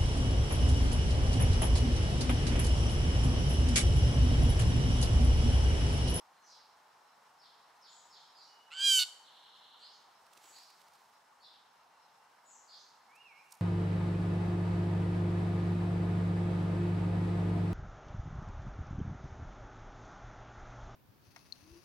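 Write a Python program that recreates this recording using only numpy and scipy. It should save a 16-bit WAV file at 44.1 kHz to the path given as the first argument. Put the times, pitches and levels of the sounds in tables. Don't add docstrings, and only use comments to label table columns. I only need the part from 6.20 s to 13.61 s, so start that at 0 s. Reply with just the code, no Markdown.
import sys
import numpy as np
from scipy import signal
from scipy.fft import rfft, irfft, next_fast_len
from scipy.io import wavfile
from scipy.ndimage import uniform_filter1d

SR = 44100
rng = np.random.default_rng(int(sys.argv[2]) if len(sys.argv) > 2 else 0)


def log_audio(samples):
    frames = np.atleast_2d(samples).T
    limited = np.clip(frames, -1, 1)
    pcm = np.round(limited * 32767).astype(np.int16)
    wavfile.write(sys.argv[1], SR, pcm)


def undo_db(level):
    steps = np.asarray(level, float) / 20
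    return 10 ** steps


N = 326781
T = np.arange(N) / SR

# t/s, pitch f/Hz, level/dB
SCREAM = [
    (2.503, 658, -59),
    (2.515, 657, -44.5),
    (2.538, 739, -44),
    (2.552, 757.5, -47.5),
    (2.65, 809.7, -26.5),
    (2.682, 797.2, -24),
    (2.795, 747.4, -25),
    (2.834, 732, -30),
    (2.846, 722, -46),
]
# multiple of pitch, level/dB
PARTIALS = [(1, -53.5), (2, -18.5), (3, -19), (4, 3), (5, -11.5), (6, -7.5), (7, -16), (8, -15.5),
            (9, -13.5), (10, -15.5), (11, -19), (12, -21.5), (13, -23), (14, -29.5), (15, -31.5), (16, -31),
            (17, -30.5), (18, -36.5), (19, -37), (20, -44), (21, -58.5)]
# f/Hz, gain/dB
CLOSED_BEAK = [(1300, 1), (3000, 0), (4600, -1), (6100, -8), (7600, 8.5), (9200, -10), (15000, -18)]
# f/Hz, left minus right level/dB
JAY_SIDE = [(60, -1), (110, 1.5), (200, -4), (380, -2.5), (700, 0.5), (1290, -4), (2380, -2.5),
            (4400, -4.0), (8120, -3.5), (15000, -6)]
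ODD_DB = (-14.5, 3, -5.5, -4)
# brightness, dB/octave
BRIGHT_DB_PER_OCT = (0, -1, 7, 2.5)
SHARP = (0.42, 0.98, 1.0, 0.58)
BEAK_DB = (0.5, 0, -8.5, 12)
ROUGH = (.46, .05, .15, .48)

# t/s, level/dB
SLURS = [
    (1.184, -63),
    (1.609, -60),
    (1.895, -59),
]
# length/s, from f/Hz, to f/Hz
SLUR = (.073, 5570, 3000)
# first t/s, step/s, length/s, from f/Hz, to f/Hz
TRILL = (3.035, .092, .045, 4400, 2750)
# t/s, length/s, f/Hz, level/dB
PIPS = [
    (.11, .1, 4200, -80),
    (.82, .04, 4050, -80),
    (1.55, .06, 6050, -76),
    (2.26, .17, 2930, -70),
    (5.57, .03, 2750, -80),
    (5.7, .04, 2750, -79),
    (5.695, .03, 4100, -81),
    (5.84, .03, 2750, -82),
    (5.95, .05, 2750, -80),
    (7.21, .07, 2770, -75),
]
# t/s, f/Hz, level/dB
SEETS = [
    (1.67, 6900, -64.5),
    (1.69, 7730, -70),
    (4.22, 7800, -68),
    (4.22, 6830, -66.5),
    (6.24, 7700, -68),
    (6.27, 7460, -70),
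    (6.25, 6880, -64),
]
# t/s, from f/Hz, to f/Hz, level/dB
ZEETS = [
    (1.72, 7420, 6190, -71),
    (1.9, 6800, 6400, -74.5),
    (2.15, 6960, 6880, -78),
    (4.24, 7300, 6600, -73),
    (6.25, 7200, 7030, -75),
    (6.29, 6690, 5900, -67.5),
]
# t/s, length/s, from f/Hz, to f/Hz, level/dB
CHIRPS = [(.28, 0.11, 2880, 2910, -85), (2.14, 0.076, 4870, 4230, -60), (3.6, 0.062, 4245, 4596, -57.5),
          (3.7, .06, 6500, 6570, -75), (4.32, 0.054, 4360, 4540, -59), (4.36, 0.038, 5080, 5150, -63),
          (4.33, .08, 3980, 3600, -70), (5.2, 0.053, 4330, 4790, -62.5), (5.225, 0.033, 3900, 3650, -59),
          (5.26, .1, 3680, 3230, -69.5), (6.475, 0.067, 4614, 4494, -57.5)]
# t/s, length/s, from f/Hz, to f/Hz, level/dB
RASPS = [
    (.22, 0.066, 6200, 5640, -66),
    (.26, 0.096, 4830, 4430, -61.5),
    (.3, 0.16, 4120, 3830, -78),
    (2.2, .09, 5400, 5100, -67.5),
    (3.58, 0.041, 6750, 8400, -75),
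    (3.68, 0.069, 5120, 4640, -68),
    (4.4, 0.1, 5280, 4490, -71.5),
    (6.49, 0.067, 4220, 4234, -61),
    (6.53, 0.08, 4690, 4960, -64),
    (6.56, 0.077, 6020, 6530, -72),
]

# t/s, peak level/dB
RUSTLES = [(0.7894, -70), (4.065, -57.5), (4.133, -50), (4.174, -48), (4.24, -52), (4.256, -55),
           (4.315, -56), (4.3663, -55.5), (4.384, -52.5), (4.433, -57), (4.5032, -54), (4.6158, -53.5),
           (4.6827, -57), (4.735, -57), (4.787, -71), (6.905, -66), (6.9534, -58), (6.9603, -54.5),
           (7.3087, -54), (7.3225, -38.5), (7.34, -52), (7.3517, -51), (7.371, -57)]
# strongest t/s, level/dB
BOUTS = [
    (4.29, -60),
    (4.76, -69.5),
    (7.35, -67),
]
# f/Hz, level/dB per Hz
FEATHERS = [(880, -38), (1500, -3.5), (4360, -2), (5510, -3.5), (6390, -5), (9730, -8), (11200, -10.5),
            (15600, -13)]
# f/Hz, gain/dB
LANDING = [(1500, -22), (3200, -12), (5000, -4), (8000, 0), (11500, 2), (15500, -1.5)]
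# f/Hz, level/dB per Hz
DOWNWASH = [(100, -14), (280, -2), (700, 2), (2200, -13.5), (4000, -34)]

# f/Hz, level/dB per Hz
TRAFFIC = [(120, -64), (200, -27), (268, -22.5), (480, -13.5), (586, -12.5), (875, -1), (1480, -9.5),
           (2520, -19.5), (2710, -18.5), (3560, -21), (5410, -22.5), (15600, -36)]
# f/Hz, left-right likeness 0-1
LIKENESS = [(60, 0.92), (130, 0.95), (290, 0.8), (640, 0.74), (1410, 0.6), (3100, 0.6), (6820, 0.57),
            (15000, 0.54)]
# f/Hz, level/dB per Hz
RUMBLE = [(20, -31.5), (45, -20.5), (64, -14.5), (78, -3.5), (100, -9), (145, -1), (270, -2), (400, -25),
          (700, -100)]
# f/Hz, level/dB per Hz
INSECTS = [(3200, -40), (3800, -15), (4050, 1), (4400, -17.5), (4900, -11), (5300, 0.5), (5650, -4),
           (6000, -30.5), (9000, -62)]


def unit(x):
    return x / np.sqrt(np.mean(np.abs(x) ** 2))


def along(table, hz):
    f, v = np.transpose(table)
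    return np.interp(np.log(np.maximum(hz, 1)), np.log(np.maximum(f, 1)), v)


def colour(x, table):
    size = next_fast_len(x.shape[-1])
    gain = undo_db(along(table, np.fft.rfftfreq(size, 1 / SR)))
    return irfft(rfft(x, size) * gain, size)[..., :x.shape[-1]]


def wander(hz, size):
    lead = int(SR / hz)
    low_pass = signal.butter(2, hz, fs=SR, output="sos")
    return unit(signal.sosfilt(low_pass, rng.standard_normal(size + lead))[lead:])


def place(x, pan_db):
    return x * undo_db(np.array([[pan_db], [-pan_db]]) / 2)


def trunks(x, t60_s, rise_s, likeness):
    t = np.arange(SR) / SR
    mid, side = rng.standard_normal((2, SR))
    side = side * np.sqrt(1 - likeness)
    echoes = np.array([mid + side, mid - side])
    dull = signal.lfilter([.45], [1, -.55], echoes)
    echoes = dull + (echoes - dull) * np.exp(-t / 0.26)
    echoes = echoes * undo_db(-60 * t / t60_s) * (1 - np.exp(-t / rise_s))
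    return signal.fftconvolve(x[None], unit(echoes) / np.sqrt(SR), axes=1)[:, :N]


def jay_voice():
    opens_s, open_s, crack_s, crack_lasts_s = 2.6, 2.655, 2.784, .01
    flutter_hz, flutter_bend, flutter_fade_s = 140, .038, 0.054
    beak_hz, beak_width_hz = 4040, 700
    s, *columns = np.transpose(SCREAM)
    on = (T >= s[0]) & (T < s[-1])
    t = T[on]
    size = len(t)
    hz, db = (np.interp(t, s, c) for c in columns)
    hz = uniform_filter1d(hz, size=900)

    states_s = [opens_s, open_s, crack_s, crack_s + crack_lasts_s]
    settings = (ODD_DB, BRIGHT_DB_PER_OCT, SHARP, BEAK_DB, ROUGH)
    odd_db, bright_db, sharp, beak_db, rough = (np.interp(t, states_s, v) for v in settings)
    bright_db = bright_db + 0.4 * (db - db.max())
    closure = np.clip(1 - ((t - s[0]) / (open_s - s[0])) ** 1.6, 0, 1)

    flutter = 1.15 * np.exp(-((t - s[0]) / flutter_fade_s) ** 2)
    flutter = flutter + np.interp(t, [crack_s, s[-1]], [0, .3])
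    rate_hz = flutter_hz * (1 + .15 * flutter ** 2 + .03 * wander(40, size))
    beat = np.cumsum(rate_hz) / SR % 1
    slip = uniform_filter1d(beat - .5, size=40)
    gap = np.exp(-(np.minimum(beat, 1 - beat) / (.15 + .2 * flutter ** 2)) ** 2)
    bend = flutter_bend * (.6 + 2 * np.clip(flutter, .12, .3))
    jitter = 0.022 * rough * wander(270, size)
    phase = 2 * np.pi * np.cumsum(hz * (1 + bend * slip + jitter)) / SR

    voice, power = 0, 0
    for k, partial_db in PARTIALS:
        beak = beak_db * np.exp(-((k * hz - beak_hz) / beak_width_hz) ** 2)
        gain_db = sharp * partial_db + (k % 2) * (odd_db + 11 * flutter)
        gain_db = gain_db + bright_db * np.log2(max(k, 4) / 4)
        gain = undo_db(gain_db + beak + closure * along(CLOSED_BEAK, k * hz))
        smear = np.clip(np.clip(rough, .05, .5) * (k / 4) ** .8, 0, .92)
        haze = (wander(25 * k + 100, size) + 1j * wander(25 * k + 100, size)) / np.sqrt(2)
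        wave = (np.sqrt(1 - smear ** 2) + smear * haze) * np.exp(1j * k * (phase - 0.078 * k))
        chop = 1 - np.clip(np.maximum(flutter, .1) * max(k - 3.3, .6) ** .75, 0, 1) * gap
        voice = voice - gain * chop * wave.real * (k * hz < .45 * SR)
        power = power + gain ** 2 / 2
    dry = np.zeros(N)
    dry[on] = voice / np.sqrt(power) * undo_db(db)
    return signal.sosfilt(signal.butter(4, 700, "high", fs=SR, output="sos"), dry)


def jay():
    voice = jay_voice()
    near = np.array([colour(voice, [(f, sign * v / 2) for f, v in JAY_SIDE]) for sign in (1, -1)])
    scattered = colour(voice, [(1500, 2), (3100, 2.5), (4200, 5), (8000, 7.5), (15000, -0.5)])
    deep_woods = undo_db(-28) * trunks(scattered, t60_s=.8, rise_s=.03, likeness=.6)
    close_trunks = undo_db(-19.5) * trunks(scattered, t60_s=.3, rise_s=0.007, likeness=0.62)
    return near + close_trunks + deep_woods


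def notes(table, buzz_hz):
    out = np.zeros(N + SR)
    for s, length_s, from_hz, to_hz, db in table:
        u = T[:SR // 4] / length_s
        size = len(u)
        shake = np.sin(2 * np.pi * np.cumsum(96.7 * (1 + .25 * wander(40, size))) / SR)
        shake = shake + .8 * wander(180, size)
        hz = from_hz + (to_hz - from_hz) * np.minimum(u, 1) ** 1.1
        hz = hz + buzz_hz * shake * np.clip(.35 + u, 0, 1)
        swell = np.sqrt(np.clip(np.sin(np.pi * np.minimum(u, 1)), 0, 1)) ** 0.41
        tone = np.sin(2 * np.pi * np.cumsum(hz) / SR) * swell
        start = int(s * SR)
        out[start:start + size] += undo_db(db + 5.5) * tone
    return out[:N]


def whistle():
    start_s, end_s, wave_s = 6.89, 7.215, .258
    middle_hz, swing_hz = 2510, 341
    loudest_s, swell_s = 7.07, 0.06
    on = uniform_filter1d(1. * ((T > start_s) & (T < end_s)), size=600)
    hz = middle_hz - swing_hz * np.cos(2 * np.pi * (T - start_s) / wave_s)
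    level_db = -61.5 - ((T - loudest_s) / swell_s) ** 2 + 2.0 * wander(45, N)
    return on * undo_db(level_db) * np.sin(2 * np.pi * np.cumsum(hz) / SR)


def far(x, direct_db, t60_s, pan_db):
    echoes = trunks(x, t60_s, rise_s=0.0068, likeness=0.78)
    return place(undo_db(direct_db) * x + echoes, pan_db)


def songbirds():
    first_s, step_s, *glide = TRILL
    trill = [(first_s + k * step_s, *glide, -60.5) for k in range(7)]
    slurs = [(s, *SLUR, db) for s, db in SLURS]
    pips = [(s, length_s, hz, hz, db) for s, length_s, hz, db in PIPS]
    seet_s = 0.086
    seets = [(s, seet_s, hz, hz, db) for s, hz, db in SEETS]
    zeets = [(s, seet_s, *rest) for s, *rest in ZEETS]
    clear = notes(slurs + trill, buzz_hz=0) + notes(pips, buzz_hz=30)
    high = notes(seets, buzz_hz=110) + notes(zeets, buzz_hz=340)
    hoarse = notes(CHIRPS, buzz_hz=330) + notes(RASPS, buzz_hz=620)
    return (far(clear, -13, t60_s=1.0, pan_db=-1.0) + far(high, -13, t60_s=0.93, pan_db=3.5)
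            + far(hoarse, -13, t60_s=0.71, pan_db=-0.8) + far(whistle(), 1.7, t60_s=0.85, pan_db=-4.5))


def rustles():
    out = np.zeros((2, N + SR))
    t = np.arange(SR // 10) / SR
    peak_s, decay_s = .02, 0.0045
    for s, db in RUSTLES:
        grain = rng.standard_normal(len(t)) * undo_db(2.2 * rng.standard_normal(len(t)))
        fade_s = np.clip(decay_s * np.where(t < peak_s, .8, .6), .0003, .03)
        burst = grain * np.exp(-np.abs(t - peak_s) / fade_s)
        start = int((s - .018) * SR)
        out[:, start:start + len(t)] += place(undo_db(db) * burst, pan_db=-4.5)
    return out[:, :N]


def swish():
    build_db_s, fade_db_s = 59, 40
    level = sum(undo_db(db - np.where(T < s, build_db_s, fade_db_s) * np.abs(T - s)) for s, db in BOUTS)
    air = level * undo_db(3.5 + 1.35 * wander(25, N)) * rng.standard_normal(N)
    return place(air, pan_db=-5.5)


def downwash():
    takeoff_s, spread_s, wingbeat_hz = 4.26, .08, 15
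    level_db = -77 - 2.7 * ((T - takeoff_s) / spread_s) ** 2
    level_db = level_db + 9.9 * np.cos(2 * np.pi * wingbeat_hz * (T - 4.178)) + 1.6 * wander(11, N)
    return unit(colour(rng.standard_normal(N), DOWNWASH)) * undo_db(level_db)


def wings():
    feathers = colour(rustles() + swish(), FEATHERS)
    return np.where(T < 6, feathers, colour(feathers, LANDING)) + downwash()


def traffic():
    size = next_fast_len(N)
    hz = np.fft.rfftfreq(size, 1 / SR)
    like = np.clip(along(LIKENESS, hz), 0, 1)
    noise = rfft(rng.standard_normal((2, size))) * undo_db(along(TRAFFIC, hz))
    mid, side = noise * np.sqrt([1 + like, 1 - like])
    pair = np.array([mid + side, mid - side])
    hum, swell = 0, wander(0.27, N)
    for centre_hz in 30 * 2 ** np.arange(10):
        share = np.clip(1 - np.abs(np.log2(np.maximum(hz, 30) / centre_hz)), 0, 1)
        hum = hum + irfft(pair * share, size)[:, :N] * undo_db(.5 * swell + 0.93 * wander(20.0, N))
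    rumble = colour(rng.standard_normal(N) + .12 * rng.standard_normal((2, N)), RUMBLE)
    return undo_db(-63.58) * unit(hum) + undo_db(-86.5) * unit(rumble)


def insects():
    hiss = rng.standard_normal((2, N)) * undo_db(3.7 * wander(5.6, N))
    return undo_db(-79.5) * unit(colour(hiss, INSECTS))


def scene():
    return jay() + songbirds() + wings() + traffic() + insects()


def top_cut(x):
    return signal.sosfilt(signal.butter(12, 15710, fs=SR, output="sos"), x)


def record(dry):
    mix = signal.sosfilt(signal.ellip(10, .2, 70, 15700, fs=SR, output="sos"), dry)
    return top_cut(mix)


dry = scene()
out = record(dry)
log_audio(out)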